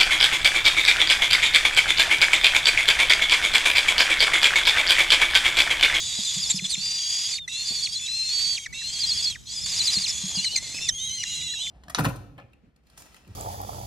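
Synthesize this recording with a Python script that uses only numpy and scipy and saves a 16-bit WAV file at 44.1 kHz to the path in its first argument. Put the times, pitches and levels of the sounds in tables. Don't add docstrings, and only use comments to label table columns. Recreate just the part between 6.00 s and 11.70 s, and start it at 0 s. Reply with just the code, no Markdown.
import sys
import numpy as np
from scipy import signal
from scipy.fft import rfft, irfft
from scipy.io import wavfile
from scipy.ndimage import uniform_filter1d

SR = 44100
rng = np.random.default_rng(int(sys.argv[2]) if len(sys.argv) > 2 else 0)


def dump(signal):
    limited = np.clip(np.atleast_2d(signal).T, -1, 1)
    pcm = np.round(limited * 32767).astype(np.int16)
    wavfile.write(sys.argv[1], SR, pcm)


N = 251370
TIME = np.arange(N) / SR


def undb(db):
    return 10 ** (np.asarray(db) / 20)


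def unit(x):
    return x / np.sqrt(np.mean(x ** 2))


def gain_at(hz, points):
    point_hz, point_db = np.transpose(points)
    return undb(np.interp(np.log(hz + 1), np.log(point_hz), point_db))


def colour(x, points):
    response = gain_at(np.arange(N // 2 + 1) * SR / N, points)
    return unit(irfft(rfft(x) * response, N))


def noise(points):
    return colour(rng.standard_normal(N), points)


def flutter(hz, size):
    low_pass = signal.butter(2, hz, fs=SR, output="sos")
    motion = signal.sosfilt(low_pass, rng.standard_normal(size + SR // 2))
    return unit(motion[-size - SR // 4:])[-size:]


def place(x, pan_db):
    return x * undb(np.array([[pan_db], [-pan_db]]) / 2)


# frequency in Hz, relative level in dB.
OUTDOOR_SPECTRUM = [(25, -9.5), (65, 2), (120, 0), (190, -4), (330, -16), (700, -23), (1500, -25),
                    (6000, -24), (14000, -34.5)]
# time in seconds, level in dB.
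BREEZE_LEVEL = [(0, -51.5), (1.3, -55.5), (3.8, -51.5), (5.7, -51.5)]


def outdoors(side_db=2, swell_db=2):
    mid = noise(OUTDOOR_SPECTRUM)
    side = undb(side_db) * noise(OUTDOOR_SPECTRUM)
    level_db = np.interp(TIME, *np.transpose(BREEZE_LEVEL)) + swell_db * flutter(5, N)
    return np.array([mid + side, mid - side]) * undb(level_db)


# centre in seconds, length in seconds, level in dB before gain_db, resonance in Hz.
LITTER_STROKES = [(0.19, 0.03, -48, 330), (0.486, 0.059, -52, 925), (1.714, 0.026, -49, 370),
                  (4.242, 0.036, -46.5, 1150), (4.31, 0.08, -49, 330), (4.353, 0.12, -52, 1008),
                  (4.54, 0.035, -42.5, 400), (4.704, 0.26, -52, 392), (5.603, 0.14, -57.5, 706)]


def scrapes(grain=0.98, gain_db=-2):
    out = 0
    for centre, length, db, hz in LITTER_STROKES:
        stroke = np.exp(-(2 * (TIME - centre) / length) ** 2)
        grains = rng.standard_normal(N) * np.exp(grain * flutter(154, N))
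        resonance = signal.iirpeak(hz, 2.5, fs=SR)
        out = out + undb(db + gain_db) * stroke * unit(signal.lfilter(*resonance, grains))
    return out


# frequency in Hz, relative level in dB, time to decay by 60 dB in seconds.
BOARD_MODES = [(154, -5.5, 0.24), (187, 9, .12), (234, -22, 0.05), (352, -18, 0.02)]
# start in seconds, peak level in dB before gain_db.
FLOOR_BUMPS = [(0.186, -29), (0.364, -31.5), (0.542, -26), (0.619, -31), (0.776, -34), (1.706, -34.5),
               (3.966, -29), (4.236, -29), (4.37, -30)]


def bumps(gain_db=-4.5, push_s=0.0046):
    t = TIME[:SR // 4]
    ring = sum(undb(db) * np.cos(2 * np.pi * hz * t) * undb(-60 * t / t60) for hz, db, t60 in BOARD_MODES)
    out = np.zeros(N + len(t))
    for s, db in FLOOR_BUMPS:
        push = np.exp(-t / push_s) * flutter(434, len(t))
        thud = signal.fftconvolve(push, ring)[:len(t)]
        start = int(s * SR)
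        out[start:start + len(t)] += undb(db + gain_db) * thud / np.abs(thud).max()
    return out[:N]


def walls(x):
    lags_s, loss_db = [(.00043, .0017), (.00084, .0024)], -17
    ears = [sum(np.pad(x, (int(lag * SR), 0))[:N] for lag in ear) for ear in lags_s]
    return undb(loss_db) * np.array(ears)


def box(x, t60=0.027, wet_db=-12):
    t = TIME[:SR // 8]
    tails = rng.standard_normal((2, len(t))) * undb(-60 * t / t60) * (t > .001)
    return undb(wet_db) * np.array([signal.fftconvolve(x, h / np.linalg.norm(h))[:N] for h in tails])


def rasp_level(smooth_s=.008):
    power = np.full(N, 1e-9)
    for cry in BEGGING_CRIES:
        span, _, db = gesture(*cry)
        power[span] += undb(db) ** 2
    return 10 * np.log10(uniform_filter1d(power, size=max(int(smooth_s * SR), 1)))


def croak(pitch_hz, jitter, effort):
    glide, rise, split_db, flicker_db = .03, .15, -4, 5
    lift = 1 + rise * (uniform_filter1d(effort, size=4410) - 1)
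    hz = pitch_hz * lift * (1 + glide * flutter(5, N) + jitter * flutter(330, N))
    phase = 2 * np.pi * np.cumsum(hz) / SR
    out = 0
    for k in range(4, 14):
        between_harmonics = k % 3 > 0
        db = split_db * between_harmonics + flicker_db * np.tanh(flutter(25, N))
        out = out + undb(db) * np.sin(k / 3 * phase + rng.uniform(0, 2 * np.pi))
    return unit(out)


# frequency in Hz, relative level in dB.
RASP_SPECTRUM = [(350, -27), (750, -10), (1450, -14.5), (2050, -1.5), (2750, 0.5), (3400, 2), (4100, 3.5),
                 (4800, -4.5), (5500, -2), (6300, 2), (7250, 3), (8900, -11), (11800, -19), (13800, -34)]


def screech(rattle_hz=380, rattle_depth=0.39, unevenness=.35):
    forced_db, jitter, chaos = -30, .024, .42
    level_db = rasp_level()
    effort = np.clip(undb(level_db - forced_db), .2, 1)
    reeds = croak(2850, jitter * effort, effort) + croak(3300, jitter * effort, effort)
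    voiced = colour(reeds, RASP_SPECTRUM)
    share = chaos * effort
    mixed = np.sqrt(1 - share) * voiced + np.sqrt(share) * noise(RASP_SPECTRUM)
    cycle = 2 * np.pi * np.cumsum(rattle_hz * (1 + unevenness * flutter(201.9, N))) / SR
    bursts = np.exp(effort * (rattle_depth * np.sin(cycle) + 0.19 * flutter(45, N)))
    return unit(mixed * bursts) * undb(level_db)


SWOOP_S, LEAP_S, NOTE_S, RECOVER_S = .038, .02, .008, .028
LEAP_DROP_DB, LEAP_ROUGH, NOTE_ROUGH = 4.5, .75, .12
BREAK_DB, BREAK_AT_S, BREAK_S = 7, .058, .01


def with_squeal(course, t, top_hz, low_hz, tone_db, over_db):
    high = np.sin(np.pi / 2 * t / SWOOP_S) ** 2
    loss_db = LEAP_DROP_DB * high
    hz = low_hz + (top_hz - low_hz) * high
    rough = NOTE_ROUGH + (LEAP_ROUGH - NOTE_ROUGH) * high ** 2
    squeal = np.array([hz, tone_db - loss_db, over_db - loss_db, rough])
    share = np.interp(t, [-SWOOP_S - LEAP_S, -SWOOP_S, NOTE_S, NOTE_S + RECOVER_S], [0, 1, 1, 0])
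    falter_db = BREAK_DB * np.exp(-((t + BREAK_AT_S) / BREAK_S) ** 2)
    return course + share * (squeal - course) - np.outer([0, 1, 1, 0], falter_db)


YELP_ATTACK, YELP_HOLD, YELP_FADE_DB = .6, .75, 9
YELP_CRACK_DB, YELP_CRACK_AT, YELP_CRACK_WIDTH = 7, .3, .2


def with_yelp(course, fall, final_hz, tone_db, over_db, rough=.22):
    hz = course[0] * (final_hz / course[0]) ** fall
    fade_db = YELP_FADE_DB * np.interp(fall, [YELP_HOLD, 1], [0, 1])
    yelp = np.array([tone_db - fade_db, over_db - fade_db, np.full(len(fall), rough)])
    crack_db = YELP_CRACK_DB * np.exp(-((fall - YELP_CRACK_AT) / YELP_CRACK_WIDTH) ** 2)
    share = np.minimum(fall / YELP_ATTACK, 1)
    strengths = course[1:] - np.outer([1, 1, 0], crack_db) + share * (yelp - course[1:])
    return np.vstack([hz, strengths])


ARCH = 2.2
SAG_DB, RASP_SAG_DB = 3, 3
RASP_SWELL = .9
SOFT_ROUGH = .5
YELP_RASP_DB = -10
RELEASE_SHARE, RELEASE_DB = .22, 14
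TREMBLE_HZ = {"shrill": 12.2, "low": 12, "whining": 10}
# voice, time of the low note in seconds, top pitch in Hz,
# low pitch in Hz, then tone and overtone levels in dB before the voice's gain.
VOICE_BREAKS = [("low", .285, 4130, 3520, -29, -34), ("low", .38, 4050, 3580, -31, -31),
                ("shrill", .452, 5050, 4400, -22.5, -42), ("shrill", .514, 5300, 3750, -28, -44),
                ("shrill", .6, 5400, 4200, -23, -36), ("shrill", .745, 4600, 3650, -23, -26),
                ("shrill", 1.345, 4950, 4400, -25, -44), ("shrill", 1.706, 4750, 4350, -23, -46),
                ("shrill", 1.793, 4600, 4350, -23, -42), ("shrill", 1.872, 4680, 4150, -20, -40),
                ("shrill", 1.968, 4950, 4050, -26, -42), ("shrill", 2.968, 4800, 4350, -28, -48),
                ("shrill", 3.043, 4850, 4130, -22, -50), ("shrill", 3.122, 5000, 4220, -19.5, -48),
                ("shrill", 3.2, 5050, 4380, -23, -44), ("shrill", 3.275, 5050, 4200, -19, -50),
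                ("shrill", 3.588, 5100, 4850, -29, -50), ("shrill", 3.662, 5350, 4450, -28, -54),
                ("shrill", 3.742, 5150, 4450, -25, -50), ("shrill", 3.813, 5200, 4000, -19, -35),
                ("shrill", 3.892, 5050, 3960, -18.5, -34), ("shrill", 3.972, 4950, 4170, -20, -37),
                ("shrill", 4.055, 4850, 4080, -23, -38), ("shrill", 4.395, 4930, 4120, -24, -42),
                ("shrill", 4.472, 4650, 4030, -24, -38), ("shrill", 4.556, 4450, 4100, -25, -42)]


def gesture(voice, start, crest, end, onset_hz, crest_hz, closing_hz,
            swell_db, tone_db, over_db, rasp_db, rough, quaver, yelp):
    span = (TIME > start) & (TIME < end)
    t = TIME[span]
    close = end - yelp[0] if yelp else end
    rise = np.clip((crest - t) / (crest - start), 0, 1) ** ARCH
    sag = np.clip((t - crest) / max(close - crest, .001), 0, 1) ** ARCH
    hz = crest_hz + (onset_hz - crest_hz) * rise + (closing_hz - crest_hz) * sag
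    hz = hz * (1 + quaver * np.cos(2 * np.pi * TREMBLE_HZ[voice] * (t - crest)))
    effort_db = -swell_db * rise - SAG_DB * sag
    roughness = rough * (1 - SOFT_ROUGH * np.maximum(rise, sag))
    course = np.array([hz, tone_db + effort_db, over_db + effort_db, roughness])
    rasp = rasp_db - RASP_SWELL * swell_db * rise - RASP_SAG_DB * sag
    for who, s, *squeal in VOICE_BREAKS:
        if who == voice and start + SWOOP_S < s < end:
            course = with_squeal(course, t - s, *squeal)
    if yelp:
        fall = np.clip((t - close) / yelp[0], 0, 1)
        course = with_yelp(course, fall, *yelp[1:])
        rasp = rasp + YELP_RASP_DB * fall
    else:
        release = np.clip(1 - (end - t) / (RELEASE_SHARE * (end - start)), 0, 1)
        course = course - np.outer([0, 1, 1, 0], RELEASE_DB * release ** 2)
    return span, course, rasp


# frequency in Hz, relative level in dB.
THROAT_RESPONSE = [(3000, 21), (4300, 1.5), (5200, 17), (6400, 8), (7500, 5.5), (9000, -4), (12700, -20),
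                   (14500, -32)]


def call(span, course, jitter, jitter_hz, shimmer, shimmer_hz, waver, side_db, side_hz):
    edge_s = 0.003
    t = TIME[span]
    size = len(t)
    hz, tone_db, over_db, rough = uniform_filter1d(course, size=150, axis=1)
    rough = np.clip(rough, 0, 1)
    plunge = np.abs(np.gradient(np.log2(hz))) * SR
    hold = 1 / np.sqrt(1 + (plunge / 70) ** 2)
    hz = hz * (1 + waver * flutter(33.4, size) + jitter * rough * flutter(jitter_hz, size))
    phase = 2 * np.pi * np.cumsum(hz) / SR
    orders = np.arange(2, 7)[:, None]
    below_nyquist = orders * hz < SR / 2
    weights = gain_at(orders * hz, THROAT_RESPONSE) * orders ** -.7 * below_nyquist
    overtones = (weights * np.sin(orders * phase)).sum(0) / np.sqrt((weights ** 2).sum(0))
    depth = shimmer * rough
    shake = np.exp(depth * np.tanh(flutter(shimmer_hz, size)) - depth ** 2 / 3 + .15 * flutter(52, size))
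    beat_hz = side_hz * (1 + 0.12 * flutter(13, size) + 0.303 * rough * flutter(380, size))
    beat = 2 * np.pi * np.cumsum(beat_hz) / SR
    shake = shake * (1 + undb(side_db) * np.sin(beat))
    fade = np.sin(np.pi / 2 * np.clip(np.minimum(t - t[0], t[-1] - t) / edge_s, 0, 1))
    whistle = undb(tone_db) * np.sin(phase) + undb(over_db) * overtones
    out = np.zeros(N)
    out[span] = np.sqrt(2) * fade * hold * shake * whistle
    return out


# None or length in seconds, final pitch in Hz, tone and overtone levels in dB.
BEGGING_CRIES = [ ("shrill", -.2, .42, .603, 4500, 4800, 4600, 6, -34, -56, -34, .55, .02, (.025, 1850, -28, -32)),
                 ("shrill", .672, .715, .759, 3950, 4500, 3700, 12, -30, -36, -34, .4, 0, (.013, 1850, -25, -29)),
                 ("shrill", .765, .87, 1.2, 3900, 4730, 4780, 10, -28.5, -62, -34, .3, .006, None),
                 ("shrill", 1.1, 1.3, 1.393, 4720, 4850, 4050, 3, -28, -56, -33, .65, .006, (.019, 1800, -33, -45)),
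                 ("shrill", 1.488, 1.75, 1.879, 3600, 4560, 4200, 11, -26, -55, -33.5, .3, .012, (.018, 1900, -28, -36)),
                 ("shrill", 1.868, 1.925, 2.005, 4350, 4600, 3900, 0, -34, -50, -38, .3, 0, (.02, 1900, -37, -38)),
                 ("shrill", 2.06, 2.17, 2.32, 3750, 4150, 4220, 3, -28, -46, -39, .1, .008, None),
                 ("shrill", 2.29, 2.43, 2.591, 4300, 4540, 4480, 1, -23, -57, -33, .26, .012, (.033, 1900, -29, -31)),
                 ("shrill", 2.74, 3.17, 3.33, 3650, 4600, 3900, 11, -27, -52, -33, .45, .008, (.014, 2300, -36, -38)),
                 ("shrill", 3.455, 3.55, 3.7, 3650, 4800, 4800, 14, -34, -57, -37.5, .65, .02, None),
                 ("shrill", 3.66, 3.93, 4.075, 4700, 4800, 4300, 4, -28, -50, -29.5, .55, 0, (.024, 2050, -28, -23)),
                 ("shrill", 4.07, 4.098, 4.13, 4400, 5400, 4700, 7, -23, -50, -30, .6, 0, (.018, 2700, -38, -40)),
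                 ("shrill", 4.12, 4.34, 4.595, 4500, 4850, 4150, 0, -44, -60, -37, .6, .005, None),
                 ("shrill", 4.59, 4.68, 4.793, 4200, 4350, 4250, 9, -39, -68, -36, .6, .008, (.027, 1800, -32, -46)),
                 ("shrill", 4.975, 5.04, 5.12, 3200, 3820, 3900, 6, -32, -62, -45, .05, 0, None),
                 ("shrill", 5.11, 5.17, 5.23, 3850, 4200, 3950, 6, -37, -62, -45, .1, 0, None),
                 ("shrill", 5.26, 5.535, 5.678, 3850, 3920, 3800, 5, -31.5, -46, -50, .08, .03, (.027, 1850, -34, -46)),
                 ("low", -.1, .25, .4, 3650, 3850, 3650, 4, -37, -47, -40, .35, .025, None),
                 ("low", .492, .505, .52, 4000, 3680, 3550, 14, -31, -23, -27, .35, 0, None),
                 ("low", .638, .653, .672, 3750, 3430, 3500, 10, -27, -42, -31, .3, 0, None),
                 ("low", .76, 1.2, 1.345, 2680, 2950, 2950, 2, -48, -43, -42, .35, .015, (.02, 1900, -39, -44)),
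                 ("low", 1.477, 1.482, 1.489, 1930, 2050, 1950, 2, -34, -34, -55, .05, 0, None),
                 ("low", 1.486, 1.52, 1.65, 2620, 2720, 2780, 0, -42, -54, -45, .2, .005, None),
                 ("low", 2.01, 2.19, 2.34, 2600, 2700, 2450, 0, -46, -46, -40, .35, .005, None),
                 ("low", 2.58, 2.76, 2.83, 2250, 2250, 2200, 2, -52, -62, -65, .15, .005, (.03, 1700, -47, -58)),
                 ("low", 2.726, 2.732, 2.742, 1950, 2020, 2050, 2, -39, -41, -52, .05, 0, None),
                 ("low", 2.738, 2.78, 2.88, 2620, 2730, 2850, 0, -42, -58, -43, .15, .005, None),
                 ("low", 2.87, 3.2, 3.367, 3120, 3380, 3250, 6, -37, -48, -39, .25, .012, (.026, 1500, -39, -48)),
                 ("low", 4.37, 4.53, 4.569, 2850, 2960, 3000, 2, -38, -51, -43, .2, .035, (.019, 2050, -30, -18)),
                 ("low", 4.566, 4.581, 4.59, 2120, 2080, 1970, 5, -36, -27, -32, .2, 0, None),
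                 ("low", 4.58, 4.64, 4.75, 2050, 2100, 2050, 0, -49, -50, -46, .25, .025, None),
                 ("low", 4.742, 4.84, 4.903, 2480, 2680, 2600, 2, -39, -37, -36, .25, .02, (.032, 1700, -34, -19)),
                 ("low", 4.94, 5.21, 5.546, 2080, 2080, 1980, 8, -52, -47, -44, .2, .028, (.018, 1700, -41, -44)),
                 ("low", 5.59, 5.645, 5.72, 2900, 3520, 3600, 10, -34, -48, -46, .08, 0, None),
                 ("whining", -.1, .45, .64, 3400, 3450, 3420, 0, -34, -34, -39, .25, .02, None),
                 ("whining", .605, .72, 1.03, 3500, 3580, 3460, 0, -38, -44, -41, .2, .006, None),
                 ("whining", .98, 1.3, 1.35, 3300, 3380, 3550, 4, -34, -30, -44, .2, .012, None),
                 ("whining", 1.33, 1.385, 1.462, 3550, 3720, 3400, 0, -34, -68, -80, 0, 0, None),
                 ("whining", 1.52, 1.6, 1.93, 3450, 3520, 3280, 0, -36, -38, -42, .22, .01, None),
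                 ("whining", 1.92, 2.04, 2.093, 3280, 3460, 3280, 5, -33, -35, -40, .13, 0, (.026, 1700, -40, -38)),
                 ("whining", 2.24, 2.42, 2.673, 3700, 3320, 3170, 6, -37, -36, -39, .22, .008, (.026, 1560, -26, -31)),
                 ("whining", 3.34, 3.4, 3.48, 3200, 3150, 3300, 0, -58, -62, -53, .4, .02, None),
                 ("whining", 3.47, 3.75, 4.1, 3300, 3520, 3480, 10, -38, -38, -40, .4, .008, None),
                 ("whining", 4.08, 4.4, 4.456, 3450, 3340, 3250, 0, -36, -32, -37.5, .28, .015, (.022, 1680, -28, -24)),
                 ("whining", 4.81, 4.855, 4.91, 3620, 3580, 3200, 8, -32, -42, -44, .12, 0, None),
                 ("whining", 4.9, 5.063, 5.244, 3200, 3170, 2950, 5, -34, -30, -52, .1, .03, (.021, 1680, -28, -23)),
                 ("whining", 5.245, 5.33, 5.43, 3300, 3380, 3450, 6, -54, -35, -37.5, .12, .012, (.035, 1900, -42, -40)),
                 ("whining", 5.4, 5.44, 5.63, 3430, 3400, 3250, 0, -40, -36, -46, .12, .025, None),
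                 ("whining", 5.18, 5.22, 5.64, 3050, 2850, 2720, 0, -39, -44, -50, .3, .015, None),
                 ("whining", 5.57, 5.67, 5.74, 2750, 3100, 2900, 8, -35, -45, -40, .08, 0, None)]


def chick(name, gain_db, **voice):
    return undb(gain_db) * sum(call(*gesture(*cry)[:2], **voice) for cry in BEGGING_CRIES if cry[0] == name)


def scene():
    shrill = chick("shrill", gain_db=-2, jitter=0.066, jitter_hz=454, shimmer=0.93, shimmer_hz=307,
                   waver=0.00373, side_db=-24, side_hz=824)
    low = chick("low", gain_db=1, jitter=.04, jitter_hz=394, shimmer=1.9, shimmer_hz=205,
                waver=0.0061, side_db=-18.5, side_hz=604)
    whine = chick("whining", gain_db=-2.5, jitter=0.0316, jitter_hz=400, shimmer=2.7, shimmer_hz=153,
                  waver=0.00405, side_db=-21, side_hz=700)
    rasp = screech()
    brood = place(shrill, -1.9) + place(low, -1.8) + place(whine, 0.17) + place(rasp, -1.3)
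    voices = shrill + low + whine + rasp
    floor = bumps() + scrapes()
    echo = walls(voices) + box(voices) + box(floor, wet_db=-4)
    return brood + echo + place(floor, 0.66) + place(outdoors(), 2.24)


def record(dry):
    top_hz = 13700
    return signal.sosfilt(signal.ellip(8, .2, 70, top_hz, fs=SR, output="sos"), dry)


dry = scene()
out = record(dry)
dump(out)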